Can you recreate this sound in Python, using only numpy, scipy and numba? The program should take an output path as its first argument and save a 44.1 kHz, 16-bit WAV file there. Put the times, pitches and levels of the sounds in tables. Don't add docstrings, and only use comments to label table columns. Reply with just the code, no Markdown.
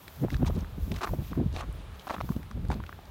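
import sys
import numpy as np
from scipy import signal
from scipy.io import wavfile
from scipy.ndimage import uniform_filter1d
from numba import njit

SR = 44100
rng = np.random.default_rng(int(sys.argv[2]) if len(sys.argv) > 2 else 0)


def makeup_ratio(level_db):
    decades = np.asarray(level_db, float) / 20
    return 10 ** decades


def digitize_waveform(pressure):
    field = np.atleast_2d(pressure).T
    bounded = np.clip(field, -1, 1)
    quanta = np.round(bounded * 32767).astype(np.int16)
    wavfile.write(sys.argv[1], SR, quanta)


N = 136710
T = np.arange(N) / SR


def unit(x):
    return x / np.sqrt(np.mean(x ** 2))


def curve(rows):
    times, levels = np.array(rows, float).T
    return np.interp(T, times, levels)


@njit
def svf(x, hz, width):
    y, b, l = np.empty(len(x)), 0., 0.
    g, k = np.tan(np.pi * hz / SR), width / hz
    for i in range(len(x)):
        v = (b + g * (x[i] - l)) / (1 + g * (g + k))
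        b, l, y[i] = 2 * v - b, l + 2 * g * v, k * v
    return y


def twice(x, hz, first_width, second_width):
    once = svf(x, float(hz), float(first_width))
    return unit(svf(once, float(hz), float(second_width)))


def band(hz, width):
    return twice(rng.standard_normal(N), hz, width, width)


def walk(rate):
    hold = int(SR / rate)
    steps = np.repeat(rng.standard_normal(N // hold + 1), hold)
    slewed = uniform_filter1d(uniform_filter1d(steps, hold), hold)
    return unit(slewed[:N])


# pitch_hz, density_db (dB per Hz)
TOWN_SPECTRUM = [(88, -30), (150, 5), (206, -13), (287, -3.5), (1070, -4), (1640, -12), (3310, -13.5),
                 (4950, -27), (10000, -28), (13000, -67), (22000, -120)]


def town():
    town_db = -53.5
    out, swell = 0, walk(3.53)
    table_hz, table_db = np.array(TOWN_SPECTRUM, float).T
    for hz in 150 * 2 ** np.arange(0, 6.1, .5):
        density_db = np.interp(np.log(hz), np.log(table_hz), table_db)
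        band_db = density_db + 10 * np.log10(hz)
        out = out + makeup_ratio(band_db + .8 * swell + 1.1 * walk(9)) * band(hz, hz * .5)
    return unit(out) * makeup_ratio(town_db)


# time_s, level_db
RUSTLE_LEVEL = [(0, -55.5), (.22, -52.5), (.27, -64), (.33, -58.5), (.6, -59), (.74, -66.5), (.83, -58),
                (1.12, -57), (1.21, -61.5), (1.33, -60), (1.46, -67), (1.8, -67), (1.9, -72), (2.05, -60),
                (2.35, -60.5), (2.6, -68.5), (2.76, -63.5), (3.1, -67)]


def rustle():
    hiss_hz, spill_db = 11400, -9.5
    tick_s, tick_db, tick_hz = 1.727, -48, 11000
    high_pass = signal.butter(6, hiss_hz, "high", fs=SR, output="sos")
    top = unit(signal.sosfilt(high_pass, rng.standard_normal(N)))
    hiss = top + makeup_ratio(spill_db) * band(5200, 6500)
    flicker_db = 1.8 * walk(45) + 1.8 * walk(14)
    tick_fall = (T > tick_s) * np.exp(-np.abs(T - tick_s) / 0.0013)
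    tick = makeup_ratio(tick_db) * band(tick_hz, 9000) * tick_fall
    return hiss * makeup_ratio(curve(RUSTLE_LEVEL) + flicker_db) + tick


def eddies(rows, swirl, spread):
    out = np.zeros(N)
    for hz, swirl_db, share in swirl:
        air = band(hz, hz * 0.56)
        power = uniform_filter1d(air ** 2, int(2 * SR / hz))
        air = air / np.sqrt(power + 0.16)
        size = np.zeros(N)
        for centre, length, db in rows:
            swell_s = max(length, .008) * share * spread
            size += makeup_ratio(db) / np.cosh(np.clip((T - centre) / swell_s, -30, 30))
        out += makeup_ratio(swirl_db) * air * size
    return out


# centre_s, length_s, level_db
SLOW_EDDIES = [(0.26, 0.019, -31), (0.345, 0.024, -22), (0.6, 0.06, -32.5), (0.97, 0.038, -32.5),
               (1.8, 0.03, -40), (0.477, 0.14, -24), (0.737, 0.023, -35), (0.827, 0.048, -26.5),
               (0.916, 0.053, -32.5), (1.112, 0.03, -24), (1.195, 0.017, -24), (1.464, 0.27, -30),
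               (1.547, 0.027, -39), (1.689, 0.017, -27.5), (1.749, 0.022, -32), (1.908, 0.068, -37),
               (2.238, 0.026, -27.5), (2.308, 0.013, -22.5), (2.463, 0.02, -37), (2.582, 0.073, -29),
               (2.71, 0.081, -31), (2.829, 0.06, -39)]
# centre_s, length_s, level_db
QUICK_EDDIES = [(0.24, 0.047, -20), (0.33, 0.021, -26), (0.428, 0.034, -19.5), (0.5, 0.024, -26),
                (0.571, 0.036, -23), (0.626, 0.019, -32), (0.782, 0.014, -29), (0.922, 0.035, -27),
                (1.114, 0.014, -32), (1.139, 0.024, -22.5), (1.192, 0.059, -35.5), (1.378, 0.013, -22.5),
                (1.4, 0.037, -23), (1.435, 0.026, -30), (1.462, 0.023, -32.5), (1.54, 0.012, -33.5),
                (1.642, 0.02, -36), (2.247, 0.023, -37.5), (2.308, 0.017, -26), (2.366, 0.015, -28.5),
                (2.575, 0.05, -36), (2.51, 0.015, -40), (1.32, 0.026, -30.5), (1.222, 0.014, -36),
                (2.188, 0.017, -36.5), (2.4, 0.03, -39), (2.8, 0.028, -36), (0.88, 0.022, -35.5),
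                (0.4, 0.016, -31.5), (2.649, 0.025, -35), (2.706, 0.026, -25.5), (2.731, 0.007, -30),
                (2.76, 0.042, -32)]
# pitch_hz, level_db, length_share (of the eddy's length)
SLOW_SWIRLS = [(48.5, -5.5, 1.56), (76.6, -3, 1.01), (112, -11, 0.79)]
# pitch_hz, level_db, length_share (of the eddy's length)
QUICK_SWIRLS = [(146.6, -5, 1.33), (225.8, -7, 0.98), (367, -13.5, 0.46), (547, -14.5, 0.17),
                (726, -39, 0.62), (1150, -49, 0.45)]
# time_s, level_db
GUST_LEVEL = [(0, -43.5), (.17, -44), (.3, -38), (.95, -33.5), (1.05, -49), (1.15, -37), (1.6, -39.5),
              (2.05, -46.5), (2.3, -31), (2.5, -40.5), (2.7, -25.5), (2.88, -39.5), (3.1, -40.5)]


def wind():
    low = band(67.2, 46) * makeup_ratio(0.96 * walk(12))
    high = band(167.7, 104) * makeup_ratio(-11.5 + 2.6 * walk(25.13))
    rumble = low * makeup_ratio(curve(GUST_LEVEL) - 7) + high * makeup_ratio(curve(GUST_LEVEL) - 7)
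    slow = eddies(SLOW_EDDIES, SLOW_SWIRLS, spread=0.34)
    quick = eddies(QUICK_EDDIES, QUICK_SWIRLS, spread=0.27)
    return slow + quick + rumble


# centre_s, peak_db, pitch_hz (minus = pushes first)
AIR_FLICKS = [(.2485, -17, 428), (.4325, -11.5, -230), (0.5, -25.5, 520), (.429, -21.5, 560),
              (1.137, -21, 540), (2.366, -17, -190), (2.306, -20, -170), (1.377, -17, 258),
              (1.392, -15.5, 228), (1.415, -15.5, 250), (1.464, -17.5, 138)]


def flicks():
    out, cycles = np.zeros(N), 0.52
    for centre, db, hz in AIR_FLICKS:
        t = T - centre
        out += makeup_ratio(db) * np.sin(2 * np.pi * hz * t) * np.exp(-(t * hz / cycles) ** 2)
    return out


# start_s, peak_db, top_db (share above 6 kHz)
ICE_SPLINTERS = [(0.0797, -33, -10), (0.3027, -33, -23), (0.3428, -32.5, -19), (0.366, -37, -18),
                 (0.4474, -39.5, -20), (0.4707, -40, -21), (0.549, -44, -11), (0.5611, -41, -10),
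                 (0.589, -41, -6), (0.607, -37.5, -19), (0.9171, -33.5, -16), (0.9413, -39, -14),
                 (0.9627, -33, -17), (1.0101, -40, -18), (1.0321, -27, -17), (1.0725, -36, -18),
                 (1.5272, -46, -18), (1.5479, -39, -21), (1.5627, -32, -28), (1.9535, -50, -13),
                 (1.9959, -41.5, -20), (2.069, -38, -16), (2.0892, -36, -16), (2.111, -34, -18),
                 (2.144, -29, -20), (2.2028, -44, -16), (2.2148, -40, -22), (2.2897, -44, -16),
                 (2.363, -41, -15), (2.4297, -43, -10), (2.5113, -38.5, -13), (2.6507, -42, -9),
                 (2.6843, -44, -5), (2.7018, -35.5, -14), (2.718, -31, -22), (2.8377, -44.5, -24),
                 (2.8646, -47, -25), (2.8908, -49, -18), (2.927, -47, -15), (3.054, -43.5, -16)]


def splinters():
    level_db, top_trim_db, rise_s, fall_s = -4, 1.5, 0.00072, .0017
    out, t = np.zeros(N + 1024), np.arange(1024) / SR
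    shape = (1 - np.exp(-t / rise_s)) * np.exp(-t / fall_s)
    puffs = rng.standard_normal((len(ICE_SPLINTERS), 2, 1024))
    for (start, db, top_db), puff in zip(ICE_SPLINTERS, puffs):
        i = int(start * SR)
        hz = 3700 * 1.32 ** puff[0, 0]
        low = twice(puff[0], hz, 0.49 * hz, 1.03 * hz)
        top = unit(svf(svf(puff[1], 8900., 6000.), 8500., 9000.))
        fizz = low + makeup_ratio(top_db + top_trim_db) * top
        out[i:i + 1024] += makeup_ratio(db + level_db) * shape * fizz
    return out[:N]


# start_s, peak_db, pitch_hz
LOW_CRACKS = [(0.2836, -26.5, 905), (0.3661, -33, 1170), (0.4479, -29, 1060), (0.4788, -25, 890),
              (0.5048, -30.5, 1020), (0.6464, -33, 1260), (0.9857, -33, 1430), (1.0101, -27, 1030),
              (1.0321, -21, 1170), (1.035, -20.5, 1050), (1.0385, -25.5, 1010), (1.0478, -21, 1030),
              (1.0525, -23, 1100), (1.0672, -30, 900), (1.073, -20, 1150), (1.0914, -27.5, 920),
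              (1.3309, -26.5, 1120), (1.6381, -33.5, 1000), (2.0698, -27.5, 870), (2.0735, -28, 700),
              (2.1075, -16.5, 820), (2.1115, -24, 600), (2.1465, -26, 695), (2.2085, -25.5, 640),
              (2.7185, -27, 900), (2.728, -25.5, 850), (2.1427, -22.5, 935), (2.165, -25, 1210),
              (2.1822, -29, 1210), (2.2046, -21.5, 1260), (2.2909, -24.5, 1050), (2.3198, -32.5, 1230),
              (2.5129, -30, 1170), (2.7026, -18.5, 835), (2.802, -29, 1040), (2.8928, -26, 1170),
              (2.99, -33.5, 765)]
# start_s, peak_db, pitch_hz
HIGH_CRACKS = [(0.0804, -29, 1980), (0.3035, -26.5, 1940), (0.3437, -22.5, 1656), (0.9175, -27, 2400),
               (0.9418, -34, 3520), (0.9634, -29, 2130), (1.5274, -37, 4030), (1.5642, -24.5, 2300),
               (1.571, -25, 700), (1.592, -29, 995), (2.742, -35.5, 4200), (1.9954, -32.5, 3230),
               (2.2162, -42, 3260), (2.4303, -35.5, 1920), (2.6508, -38, 1550), (2.7182, -28.5, 3380),
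               (2.838, -30, 1470), (2.865, -31.5, 2640), (2.9273, -28.5, 1480)]


def cracks():
    level_db, ring_cycles, grit_db, grit_s = -4.5, 1.5, -13, 0.0013
    out, t = np.zeros(N + 1024), np.arange(1024) / SR
    thud = 0.53 * np.sin(2 * np.pi * 380 * t) * np.exp(-t / 0.0015)
    grit_shape = t / grit_s * np.exp(1 - t / grit_s)
    rows = list(LOW_CRACKS) + list(HIGH_CRACKS)
    for (start, db, hz), puff in zip(rows, rng.standard_normal((len(rows), 1024))):
        i = int(start * SR)
        ring_shape = np.exp(-t * hz / ring_cycles) * np.minimum(t * hz * 3, 1)
        ring = 1.63 * np.sin(2 * np.pi * hz * t) * ring_shape
        grit = twice(puff, hz, .6 * hz, hz) * grit_shape
        out[i:i + 1024] += makeup_ratio(db + level_db) * (ring + thud + makeup_ratio(grit_db) * grit)
    return out[:N]


def lumps(rows, grains_per_s, q):
    out = 0
    for hz, db in rows:
        falls = rng.random(N) < grains_per_s / SR
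        size = makeup_ratio(4.5 * np.minimum(rng.exponential(size=N), 2))
        hits = falls * size * rng.standard_normal(N)
        out = out + makeup_ratio(db) * twice(hits, hz, hz * q, 2 * hz)
    return out


# start_s, length_s,
# level_db, fine_db (share of fine grains)
SOLE_CRUSH = [(0.295, 0.09, -62, 3), (0.452, 0.045, -48, -2), (0.518, 0.13, -63.5, -1),
              (0.909, 0.019, -52.5, 1), (0.927, 0.08, -53, -2), (1.005, 0.029, -43.5, -10),
              (1.027, 0.028, -38.5, -9), (1.048, 0.053, -46.5, -14), (1.211, 0.13, -73, 11.5),
              (1.346, 0.017, -57, -14.5), (1.527, 0.035, -63.5, 5), (1.547, 0.075, -46, -5),
              (1.59, 0.065, -51, -16), (1.778, 0.053, -70.5, 4), (1.941, 0.026, -66, 4),
              (1.989, 0.05, -69, 8), (2.064, 0.036, -49.5, -7.5), (2.093, 0.024, -37, -19),
              (2.112, 0.047, -43.5, -10), (2.204, 0.0099, -38.5, -39), (2.31, 0.094, -66.5, -1),
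              (2.69, 0.064, -45.5, -10), (2.756, 0.036, -60, -11)]
# pitch_hz, level_db
COARSE_LUMPS = [(350, -5), (700, 0.5), (1120, 1), (1750, -10)]
# pitch_hz, level_db
FINE_GRAINS = [(2600, -0.5), (3800, -0.5), (6000, -6), (9000, -12), (13500, -15.5)]


def crush():
    load, fine_load = np.zeros(N), np.zeros(N)
    for start, length, db, fine_db in SOLE_CRUSH:
        shape = np.sin(np.pi * np.clip((T - start) / length, 0, 1)) ** 1.1
        load += makeup_ratio(db) * shape
        fine_load += makeup_ratio(db + fine_db) * shape
    clumps = makeup_ratio(2.6 * walk(200) + 2.2 * walk(70))
    coarse = lumps(COARSE_LUMPS, grains_per_s=660, q=0.26)
    fine = lumps(FINE_GRAINS, grains_per_s=4500, q=0.27)
    return (load * coarse + fine_load * fine) * clumps


def scene():
    background = town() + rustle()
    port = wind() + flicks()
    snow = splinters() + cracks() + crush()
    return (background + port + snow)[None]


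def low_pass(x):
    return signal.sosfilt(signal.butter(12, 15830, fs=SR, output="sos"), x)


def record(dry):
    bass_cut = signal.butter(2, 38, "high", fs=SR, output="sos")
    top_cut = signal.ellip(10, .2, 80, 15850, fs=SR, output="sos")
    trimmed = signal.sosfilt(top_cut, signal.sosfilt(bass_cut, dry))
    mix = .4 * np.tanh(trimmed / .4)
    return low_pass(mix)


dry = scene()
out = record(dry)
digitize_waveform(out)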